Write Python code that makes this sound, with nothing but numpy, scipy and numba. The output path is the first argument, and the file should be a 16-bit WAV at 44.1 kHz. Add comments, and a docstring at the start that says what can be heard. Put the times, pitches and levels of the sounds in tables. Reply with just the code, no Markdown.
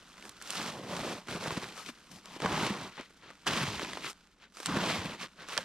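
"""Five slow steps through ankle-deep snow in still, echoless woods, heard from the walker's hands.
Loose powder rustles over a faint hush, then the first boot lands at 0.6 s. Each step breaks the crust,
crushes the grains and packs them in small dull collapses; then the boot drags and swings on, with bits
of crust cracking and powder hissing. The fifth step sinks in at 4.7 s, and at 5.6 s a twig snaps."""
import sys
import numpy as np
from scipy import signal
from scipy.fft import rfft, irfft, next_fast_len
from scipy.io import wavfile
from scipy.ndimage import uniform_filter1d
from numba import njit

SR = 44100
rng = np.random.default_rng(int(sys.argv[2]) if len(sys.argv) > 2 else 0)


def digitize_waveform(pressure):
    """Quantize a signal to 16-bit integers and store it at the path in sys.argv[1].

    Rows of a 2-D input are taken as channels; values are limited to [-1, 1].
    """
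    field = np.atleast_2d(pressure).T
    bounded = np.clip(field, -1, 1)
    quanta = np.round(bounded * 32767).astype(np.int16)
    wavfile.write(sys.argv[1], SR, quanta)


N = 249089
TIME = np.arange(N) / SR

# EQ curves of the still air, the four snow layers and a brittle break: (frequency [Hz], level [dB])
AIR_EQ = [(20, -2), (60, 6.5), (100, -13), (200, 5), (330, -4.5), (750, -21), (1400, -11), (4000, -38),
          (9000, -53), (16000, -82)]
PACKING_EQ = [(20, -31), (45, -19), (85, -10.5), (130, -4), (180, 3.5), (280, -2), (390, -5.5), (520, -24),
              (1000, -68)]
CRUNCH_EQ = [(150, -32), (300, -8), (430, -0.5), (720, -2.5), (1100, -0.5), (1600, -5), (2100, -14.5),
             (4000, -51.5)]
CRUST_EQ = [(700, -27.5), (1400, -6.5), (1950, -1), (3100, -2), (4200, -5), (5600, -11.5), (7000, -14),
            (11000, -49)]
POWDER_EQ = [(3000, -25), (5000, 2), (6200, 0.5), (7000, -2.5), (8200, -1.5), (10000, -6.5), (12500, -10.5),
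             (14200, -19), (16000, -40)]
BREAK_EQ = [(80, -35), (300, 7.5), (600, 4), (1300, 12), (2200, 6.5), (3800, 1.5), (6000, -2.5), (8200, -5),
            (12500, -21), (16000, -43)]
# how alike the two microphone ports sound: (frequency [Hz], likeness [0-1])
PORT_LIKENESS = [(30, .8), (60, .96), (130, .993), (600, .985), (1400, .97), (3100, .87), (6800, .66),
                 (15000, .5)]
# phase between the ports: (frequency [Hz], left lead [rad])
PORT_LEAD = [(100, 0), (400, -.02), (1000, -.1), (1800, -.25), (2700, -.65), (4300, -.7), (5600, -.9),
             (6900, -1.5), (8500, -.1), (15000, -.2)]
# balance of the ports: (frequency [Hz], left over right [dB])
PORT_BALANCE = [(200, 0), (700, -1), (1300, -.5), (2400, 1.5), (4400, -.8), (8100, -4.8), (15000, -1)]
# single breaks of the crust: (time [s], level [dB], brightness [dB/octave], decay [s])
CRUST_CRACKS = [(0.18, -54, -1, 0.003), (0.225, -50, 1, 0.002), (0.253, -49, 0, 0.002),
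                (0.293, -47, 6, 0.002), (0.414, -48, 1, 0.003), (0.423, -47, 8, 0.002),
                (0.505, -36, 5, 0.001), (0.534, -44, 1, 0.0006), (0.553, -40, 1, 0.003),
                (0.965, -43, 1, 0.003), (1.284, -41, -1, 0.004), (1.459, -38, -3, 0.004),
                (1.506, -36, -4, 0.002), (1.642, -43, -2, 0.001), (1.888, -44, 0, 0.004),
                (2.257, -48, 2, 0.002), (2.402, -39, -2, 0.003), (2.42, -38, -3, 0.002),
                (2.447, -33, -5, 0.003), (2.459, -28, -5, 0.003), (2.978, -45, -4, 0.004),
                (3.304, -49, -5, 0.003), (3.467, -32, 0, 0.004), (3.475, -33, 0, 0.003),
                (3.795, -38, -2, 0.0012), (3.817, -40, -2, 0.002), (3.847, -40, -2, 0.002),
                (3.933, -42, -1, 0.001), (3.972, -39, -6, 0.002), (3.954, -46, -3, 0.001),
                (4.044, -42, -2, 0.002), (4.13, -56, 2, 0.001), (4.569, -47, 1, 0.004),
                (4.601, -42, 1, 0.004), (4.63, -46, 1, 0.003), (4.659, -31, 4, 0.003),
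                (4.667, -38, 6, 0.002), (5.486, -42, 0, 0.003), (5.568, -36.5, -3, 0.003)]
# short low knocks: snow giving way under the sole and, last, the snapping twig's woody knock:
# (time [s], level [dB], final pitch [Hz], decay [s])
LOW_KNOCKS = [(0.18, -59.5, 200, 0.042), (0.837, -38.5, 125, 0.0084), (0.925, -36, 570, 0.0074),
              (1.352, -28.5, 166, 0.0086), (1.459, -28.5, 445, 0.0064), (1.478, -26, 160, 0.0073),
              (1.521, -30, 132, 0.0068), (1.575, -23, 187, 0.0041), (1.632, -27.5, 250, 0.0015),
              (1.893, -35.5, 233, 0.0089), (2.364, -35, 304, 0.004), (2.447, -22.5, 182, 0.008),
              (2.459, -25.5, 523, 0.0043), (2.63, -25, 208, 0.0028), (2.674, -37, 201, 0.0089),
              (2.706, -25, 198, 0.014), (2.998, -32, 241, 0.0035), (3.105, -49.5, 377, 0.0032),
              (3.558, -34, 170, 0.0052), (3.615, -30, 136, 0.031), (3.678, -31.5, 107, 0.021),
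              (3.831, -29.5, 220, 0.0046), (4.708, -36, 115, 0.014), (4.770, -16.5, 187, 0.0032),
              (4.892, -25, 186, 0.0036), (4.986, -30.5, 92, 0.014), (5.056, -29, 189, 0.0093),
              (5.586, -29, 514, 0.0064)]
# the twig breaking: (time [s], level [dB])
TWIG_SNAPS = [(5.577, -15)]
# the ring of its wood: (frequency [Hz], relative level [dB], time to fall 60 dB [s])
TWIG_MODES = [(550, -12, 0.038), (943, -9.5, 0.04), (1160, -8, 0.036), (1350, -15, .04), (1690, -5, 0.032),
              (2410, -10, .04), (3200, 1.5, 0.02), (4790, 6.5, 0.0062), (5570, 2.5, 0.0089),
              (7800, -18, 0.034), (9630, -13, 0.019)]
# bed of loose snow between the steps: (time [s], crunch level [dB])
RUSTLE_LEVELS = [(0, -60), (0.35, -59.5), (1.25, -61), (2.0, -62.5), (3.15, -67), (3.42, -64.5),
                 (4.15, -65.5), (4.3, -70.5), (4.52, -76.5), (5.35, -66.5)]
# a boot brushing the surface as it lands, lifts or swings: (time [s], length [s], crunch level [dB],
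# packing, crust, powder [dB re crunch], hollow pitch [Hz], left over right [dB])
BOOT_SCUFFS = [(0.225, 0.08, -53.5, -2, -8.5, -3.5, 1930, -1.5),
               (0.452, 0.15, -46.5, -9.5, 3, -0.5, 1400, -0.5), (1.755, 0.085, -47, -14, -1, -3, 1280, 4.5),
               (1.85, 0.054, -52.5, 0.5, 5, 1, 1480, 6), (2.1, 0.088, -58.5, 7, 0.5, 2, 414, 7),
               (2.26, 0.13, -52, -1, -0.5, -7, 875, 3.5), (2.92, 0.13, -57, -8, 6, -8, 1400, 3),
               (2.972, 0.047, -46.5, -5.5, -0.5, -25, 2010, 3),
               (3.224, 0.1, -54.5, -5.5, -0.5, -29, 1390, 2.5),
               (3.468, 0.024, -31.5, -11, 2.5, -6.5, 1530, 0), (4.038, 0.051, -45, -6, 7, -3.5, 1300, 2.5),
               (4.08, 0.036, -46.5, -8, 1, 2.5, 1300, 2.5), (4.405, 0.068, -60, -18, 2, -14, 1510, 2),
               (4.563, 0.13, -53, -16, 0.5, 1, 1180, -1),
               (5.199, 0.059, -44.5, -2.5, 4.5, -6.5, 1220, -0.5),
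               (5.386, 0.071, -49, -7, -1, -14, 1550, 0), (5.488, 0.076, -43, -13, 2, -6.5, 1320, -1.5),
               (5.57, 0.078, -48.5, -4, 1.5, -7, 1600, -2)]
# weight on the snow, some steps sinking in several goes: (time [s], hold [s], roll to the toe [s],
# crunch level [dB], packing, crust, powder, roll [dB re crunch], crust lead [s],
# crust growth over the hold [dB], hollow pitch [Hz], hollow strength [dB])
BOOT_PRESSES = [(0.583, 0.11, 0.055, -40, -2, -0.5, -6.5, -10, 0.011, -0.5, 1100, -23),
                (0.739, 0.04, 0.095, -45, -1, -9, -16, 0.5, -0.012, 3, 463, 5),
                (0.898, 0.2, 0.081, -39, -0.5, -4, -10.5, -3, 0.0017, 2, 560, 0.5),
                (1.289, 0.086, 0.049, -41.5, 0, -1, -8, -25, -0.014, -6, 640, -10),
                (1.41, 0.099, 0.225, -40.5, -3, -2, -9.5, -3.5, -0.0076, -1, 494, -18),
                (2.432, 0.24, 0.2, -34, -1.5, -4, -13.5, -5.5, 0.0089, 6.5, 1006, -4.5),
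                (3.49, 0.15, 0.39, -36, -0.5, 1.5, -8, -4.5, -0.016, -2.5, 980, -7),
                (4.688, 0.046, 0.019, -36, 2.5, -5.5, -15, 3, 0.023, 0.5, 1000, -32),
                (4.76, 0.17, 0.22, -35, -0.5, -1.5, -12, -4, -0.007, 7, 1000, -16)]

AIR_DB = -68
RUSTLE_MIX_DB = (-3, 1, -4.5)  # packing, crust, powder re crunch
LOAD_DB_PER_S, CRUST_LOAD_DB_PER_S, LIFT_DB_PER_S = 700, 510, 342
EASE_S, ROLL_SAG_DB_PER_S = 0.057, 30  # weight leaves the heel, then dwindles as the foot rolls
ROLL_PACKING_DB, ROLL_SURFACE_DB = 0.5, 1  # boosts during the roll
SCUFF_EDGE_DB, SCUFF_SQUARENESS = 6, 2.56  # drop at a scuff's ends, flatness of its top
OPEN_HZ, OPEN_DB = 1450, 3.5  # the hollow round an unloaded boot
LURCH_DB, LURCH_S = -15, 0.0073  # extra crunch as the boot drops: level re the knock, half length
UNEVEN_DB, UNEVEN_HZ = 0.8, 23.8  # level wobble as the snow yields unevenly


def amp(db):
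    """Decibels to gain."""
    return 10 ** (np.asarray(db) / 20)


def unit_rms(x):
    """Normalises to rms 1."""
    return x / np.sqrt(np.mean(x ** 2) + 1e-20)


def value_at(points, hz):
    """A curve's value at hz, on a log-frequency axis."""
    point_hz, value = np.transpose(points)
    return np.interp(np.log(hz + 1), np.log(point_hz), value)


def add(mix, start, sound):
    """Drops a sound into the mix at start seconds."""
    part = mix[:, max(round(start * SR), 0):][:, :sound.shape[-1]]
    part += sound[..., :part.shape[1]]


def equalise(x, eq, slope_db=0, size=4096):
    """Minimum-phase EQ, tilted by slope_db per octave above 500 Hz: nothing rings before a click."""
    hz = abs(np.fft.fftfreq(size, 1 / SR))
    octaves = np.log2(np.maximum(hz, 500) / 2000)
    log_gain = np.log(amp(value_at(eq, hz) + slope_db * octaves))
    taps = np.fft.ifft(np.exp(np.conj(signal.hilbert(log_gain)))).real[:size // 2]
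    return signal.oaconvolve(x, taps[None], axes=1)[:, :x.shape[1]]


def treble(x, hz):
    """The part of x above hz, in phase with x."""
    return signal.sosfiltfilt(signal.butter(1, hz, "high", fs=SR, output="sos"), x)


def wander(rate_hz):
    """Smooth random modulator of rms 1, moving up to about rate_hz."""
    size = next_fast_len(N)
    hz = np.fft.rfftfreq(size, 1 / SR)
    spectrum = rfft(rng.standard_normal(size)) * np.exp(-(hz / rate_hz) ** 2)
    return unit_rms(irfft(spectrum, size)[:N])


def mic_ports(mid_side):
    """Mid and side to stereo: two microphone ports hear much the same bass and ever less alike treble."""
    size = next_fast_len(N + 2048, True)
    hz = np.fft.rfftfreq(size, 1 / SR)
    mid, side = rfft(mid_side, size)
    likeness = np.clip(value_at(PORT_LIKENESS, hz), 0, 1)
    sign = np.array([[1], [-1]])
    pair = np.sqrt((1 + likeness) / 2) * mid + sign * np.sqrt((1 - likeness) / 2) * side
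    balance = amp(sign * value_at(PORT_BALANCE, hz) / 2)
    phase_shift = np.exp(.5j * sign * value_at(PORT_LEAD, hz))
    return irfft(pair * balance * phase_shift, size)[:, :N]


def air():
    """The faint steady hush of the woods."""
    return amp(AIR_DB) * unit_rms(equalise(rng.standard_normal((2, N)), AIR_EQ))


def crumbs(crunch_db, per_s=28, base_db=-43, spread_db=4, follow=0.61, quiet_db=-60):
    """Single crumbs of ice snap or land: lone dry ticks, louder while the boot works."""
    chance = rng.random((N, 4))
    extra_db = spread_db * np.minimum(-np.log(chance[:, 1] + 1e-9), 3)
    tick_db = base_db + follow * (crunch_db - quiet_db) + extra_db
    ticks = (chance[:, 0] < per_s / SR) * amp(tick_db) * np.sign(chance[:, 2:].T - .5)
    return equalise(ticks, BREAK_EQ, slope_db=1.0)


def cracks(size=2048):
    """A plate of crust fails: a sudden, dying run of uneven clicks."""
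    out, t = np.zeros((2, N)), TIME[:size]
    for start, db, slope_db, decay in CRUST_CRACKS:
        noise = rng.standard_normal((2, size))
        grit = amp(2 * np.repeat(rng.standard_normal(size // 16), 16))
        envelope = np.exp(-t / decay) * (1 - np.exp(-10 * t / decay))
        burst = equalise(noise * grit * envelope, BREAK_EQ, slope_db)
        energy = (burst ** 2).sum(1, keepdims=True) / SR
        add(out, start, amp(db) * burst / np.sqrt(energy / .01))  # level as if spread over 10 ms
    return out


def knocks(size=4096):
    """A snow pocket collapses or the twig gives: a short low knock, sagging in pitch, no deep bass."""
    out, t = np.zeros((2, N)), TIME[:size]
    for start, db, hz, decay in LOW_KNOCKS:
        cycles = np.cumsum(hz * (1 + 0.91 * np.exp(-t / 0.0013))) / SR
        add(out[:1], start, amp(db) * np.sin(2 * np.pi * cycles) * np.exp(-t / decay))  # mid only
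    return signal.sosfilt(signal.butter(2, 65, "high", fs=SR, output="sos"), out)


def twig(size=6000):
    """Dry wood snaps, a little to the right: a splintering tick, then a ring building in a few cycles."""
    out, t = np.zeros((2, N)), TIME[:size]
    for start, db in TWIG_SNAPS:
        ring = np.zeros((2, size))
        for hz, mode_db, t60 in TWIG_MODES:
            envelope = amp(mode_db - 60 * t / t60) * (1 - np.exp(-t * hz / 1.4))
            ring += envelope * np.sin(2 * np.pi * (hz * t + rng.random((2, 1))))
        splinters = unit_rms(equalise(rng.standard_normal((2, size)), BREAK_EQ, slope_db=2.5))
        tick = splinters * np.exp(-t / 0.0014)
        add(out, start, amp(db) * (amp(-7.5) * ring + amp(-5.5) * tick))
    return mic_ports(out) * amp([[-2], [2]])


@njit
def ring_out(onsets, lengths, poles, phasors, size):
    """Sums dying sines: from its onset, each phasor is turned and damped by its pole every sample."""
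    out = np.zeros((2, size))
    for i in range(len(onsets)):
        for channel in range(2):
            z = phasors[i, channel]
            for n in range(onsets[i], min(onsets[i] + lengths[i], size)):
                out[channel, n] += z.real
                z *= poles[i]
    return out


def grains(eq, per_s, spread_db, cycles, clumps_db):
    """Ice bonds break at random: tiny pings, each with its own size and pitch, dying in a cycle or two."""
    chance = rng.random((N, 5))
    onsets = np.flatnonzero(chance[:, 0] < per_s / SR)
    low_hz, high_hz = eq[0][0], eq[-1][0]
    hz = low_hz + (high_hz - low_hz) * chance[onsets, 1]
    size_db = spread_db * np.minimum(-np.log(chance[onsets, 2]), 4) + clumps_db[onsets]
    sizes = np.sqrt(hz) * amp(size_db)
    decay_samples = cycles * SR / hz
    phasors = sizes[:, None] * np.exp(2j * np.pi * chance[onsets, 3:])  # own phase in mid and side
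    poles = np.exp(2j * np.pi * hz / SR - 1 / decay_samples)
    lengths = (5 * decay_samples).astype(np.int64)
    return equalise(ring_out(onsets, lengths, poles, phasors, N), eq)


def steady_feed(cloud, steady_s):
    """The boot feeds in energy steadily, so a big break leaves less for the next: rms 1 over steady_s."""
    span = int(steady_s * SR)
    power = uniform_filter1d(uniform_filter1d(cloud ** 2, span), span)
    return cloud / np.sqrt(abs(power) + 1e-4 * power.mean())


def hollow(x, hz, strength_db, width_hz):
    """The gap between boot and snow rings broadly: deep as the sole presses, thin as the toe drags."""
    carrier = np.exp(2j * np.pi * np.cumsum(hz) / SR)
    pole = np.exp(-np.pi * width_hz / SR)
    resonance = (carrier * signal.lfilter([1 - pole], [1, -pole], x / carrier)).real
    return x + 2 * amp(strength_db) * resonance


def flake_showers(crunch_db, per_s=50, decay_s=0.0029, height=1.34, muffled_db=-42):
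    """Gain spikes as brittle flakes let go in tiny showers; the boot's full weight smothers them."""
    onsets = (rng.random(N) < per_s / SR) * rng.random(N)
    showers = signal.lfilter([1], [1, -np.exp(-1 / (decay_s * SR))], uniform_filter1d(onsets, 4))
    return 1 + height * showers / (1 + amp(crunch_db - muffled_db))


def tread(start, hold, roll, roll_db, load_db_per_s):
    """Weight comes on, holds, eases as the foot rolls, and lifts: envelope [dB] and easing [0-1]."""
    rolled = TIME - start - hold
    eased = np.clip(rolled / EASE_S, 0, 1)
    loading = load_db_per_s * np.minimum(TIME - start, 0)
    leaving = ROLL_SAG_DB_PER_S * np.maximum(rolled, 0) + LIFT_DB_PER_S * np.maximum(rolled - roll, 0)
    return np.maximum(loading + roll_db * eased - leaving, -100), eased


def gait():
    """Rustle, presses, scuffs and lurches add in power, driving the snow's level, mix, hollow and pan."""
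    rustle_db = np.interp(TIME, *np.transpose(RUSTLE_LEVELS))
    # rows: crunch, packing, crust, powder
    power = amp([0, *RUSTLE_MIX_DB])[:, None] ** 2 * amp(rustle_db) ** 2
    hollow_shift, pan = np.zeros((2, N)), np.zeros(N)  # both weighted by crunch power
    for (start, hold, roll, db, packing_db, crust_db, powder_db, roll_db,
         lead, grow_db, hollow_hz, hollow_db) in BOOT_PRESSES:
        weight_db, eased = tread(start, hold, roll, roll_db, LOAD_DB_PER_S)
        surface_db, _ = tread(start - lead, hold + lead, roll, roll_db, CRUST_LOAD_DB_PER_S)
        held = np.clip((TIME - start) / hold, 0, 1)
        surface_db += grow_db * (held - .5) * (1 - eased) + ROLL_SURFACE_DB * eased
        weight, surface = amp(db + weight_db) ** 2, amp(db + surface_db) ** 2
        power += [weight, weight * amp(packing_db + ROLL_PACKING_DB * eased) ** 2,
                  surface * amp(crust_db) ** 2, surface * amp(powder_db) ** 2]
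        hollow_shift += np.outer([hollow_hz - OPEN_HZ, hollow_db - OPEN_DB], weight)
    for start, length, db, packing_db, crust_db, powder_db, hollow_hz, pan_db in BOOT_SCUFFS:
        near = abs(TIME - start - length / 2) < 2 * length
        off_centre = abs(2 * (TIME[near] - start) / length - 1)
        swell = amp(db - SCUFF_EDGE_DB * off_centre ** SCUFF_SQUARENESS) ** 2
        power[:, near] += np.outer(amp([0, packing_db, crust_db, powder_db]) ** 2, swell)
        hollow_shift[0, near] += (hollow_hz - OPEN_HZ) * swell
        pan[near] += pan_db * swell
    hollow_hz, hollow_db = hollow_shift / power[0] + [[OPEN_HZ], [OPEN_DB]]
    lurches = sum(amp(db + LURCH_DB) ** 2 * np.exp(-np.minimum(((TIME - start) / LURCH_S) ** 2, 20))
                  for start, db, _, _ in LOW_KNOCKS)
    crunch_db = 10 * np.log10(power[0] + lurches)
    mix_db = 10 * np.log10(power[1:] / power[0])
    return crunch_db, mix_db, hollow_hz, hollow_db, pan / power[0]


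def snow(crunch_db, mix_db, hollow_hz, hollow_db):
    """The sole sinks in fits: each tiny avalanche stirs dull packing, crunch, crisp crust and powder."""
    packing_db, crust_db, powder_db = mix_db
    fits = 0.79 * wander(76) + 0.18 * wander(570)
    packing = grains(PACKING_EQ, per_s=830, spread_db=4.0, cycles=1.2, clumps_db=4.5 * fits)
    packing = steady_feed(packing, steady_s=0.015)
    crunch = grains(CRUNCH_EQ, per_s=2600, spread_db=1.0, cycles=1.92, clumps_db=0.9 * fits)
    crunch = steady_feed(hollow(crunch, hollow_hz, hollow_db, width_hz=260), steady_s=0.08)
    crust = grains(CRUST_EQ, per_s=5000, spread_db=-2.0, cycles=1.32, clumps_db=0.87 * fits)
    # the crust breaks bright where powder is loose, dull where it is pressed flat
    looseness = amp(1.16 * (powder_db - crust_db + 11.5))
    crust = steady_feed(crust + (looseness - 1) * treble(crust, hz=3900), steady_s=0.028)
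    powder = grains(POWDER_EQ, per_s=8000, spread_db=0.0, cycles=1.55, clumps_db=1.4 * fits)
    powder = steady_feed(powder, steady_s=0.066)
    body = amp(packing_db - 2.58) * packing + amp(-1.9) * crunch
    sparkle = amp(crust_db - 1.7) * crust + amp(powder_db - 3.5) * powder
    wobble = amp(UNEVEN_DB * wander(UNEVEN_HZ))
    return wobble * amp(crunch_db) * (body + flake_showers(crunch_db) * sparkle)


def scene():
    """Boots and twig over the hush; the scuffs pan only the boots' treble."""
    crunch_db, mix_db, hollow_hz, hollow_db, pan_db = gait()
    steps = snow(crunch_db, mix_db, hollow_hz, hollow_db)
    boots = mic_ports(steps + cracks() + crumbs(crunch_db) + knocks())
    pan_gain = amp(np.array([pan_db, -pan_db]) / 2)
    boots = boots + treble(boots, hz=1430) * (pan_gain - 1)
    return boots + twig() + mic_ports(air())


def record(dry):
    """A steep high cut at 15.8 kHz."""
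    high_cut = signal.firwin(511, 15800, window=("kaiser", 9), fs=SR)
    return signal.oaconvolve(dry, high_cut[None], "same")


dry = scene()
out = record(dry)
digitize_waveform(out)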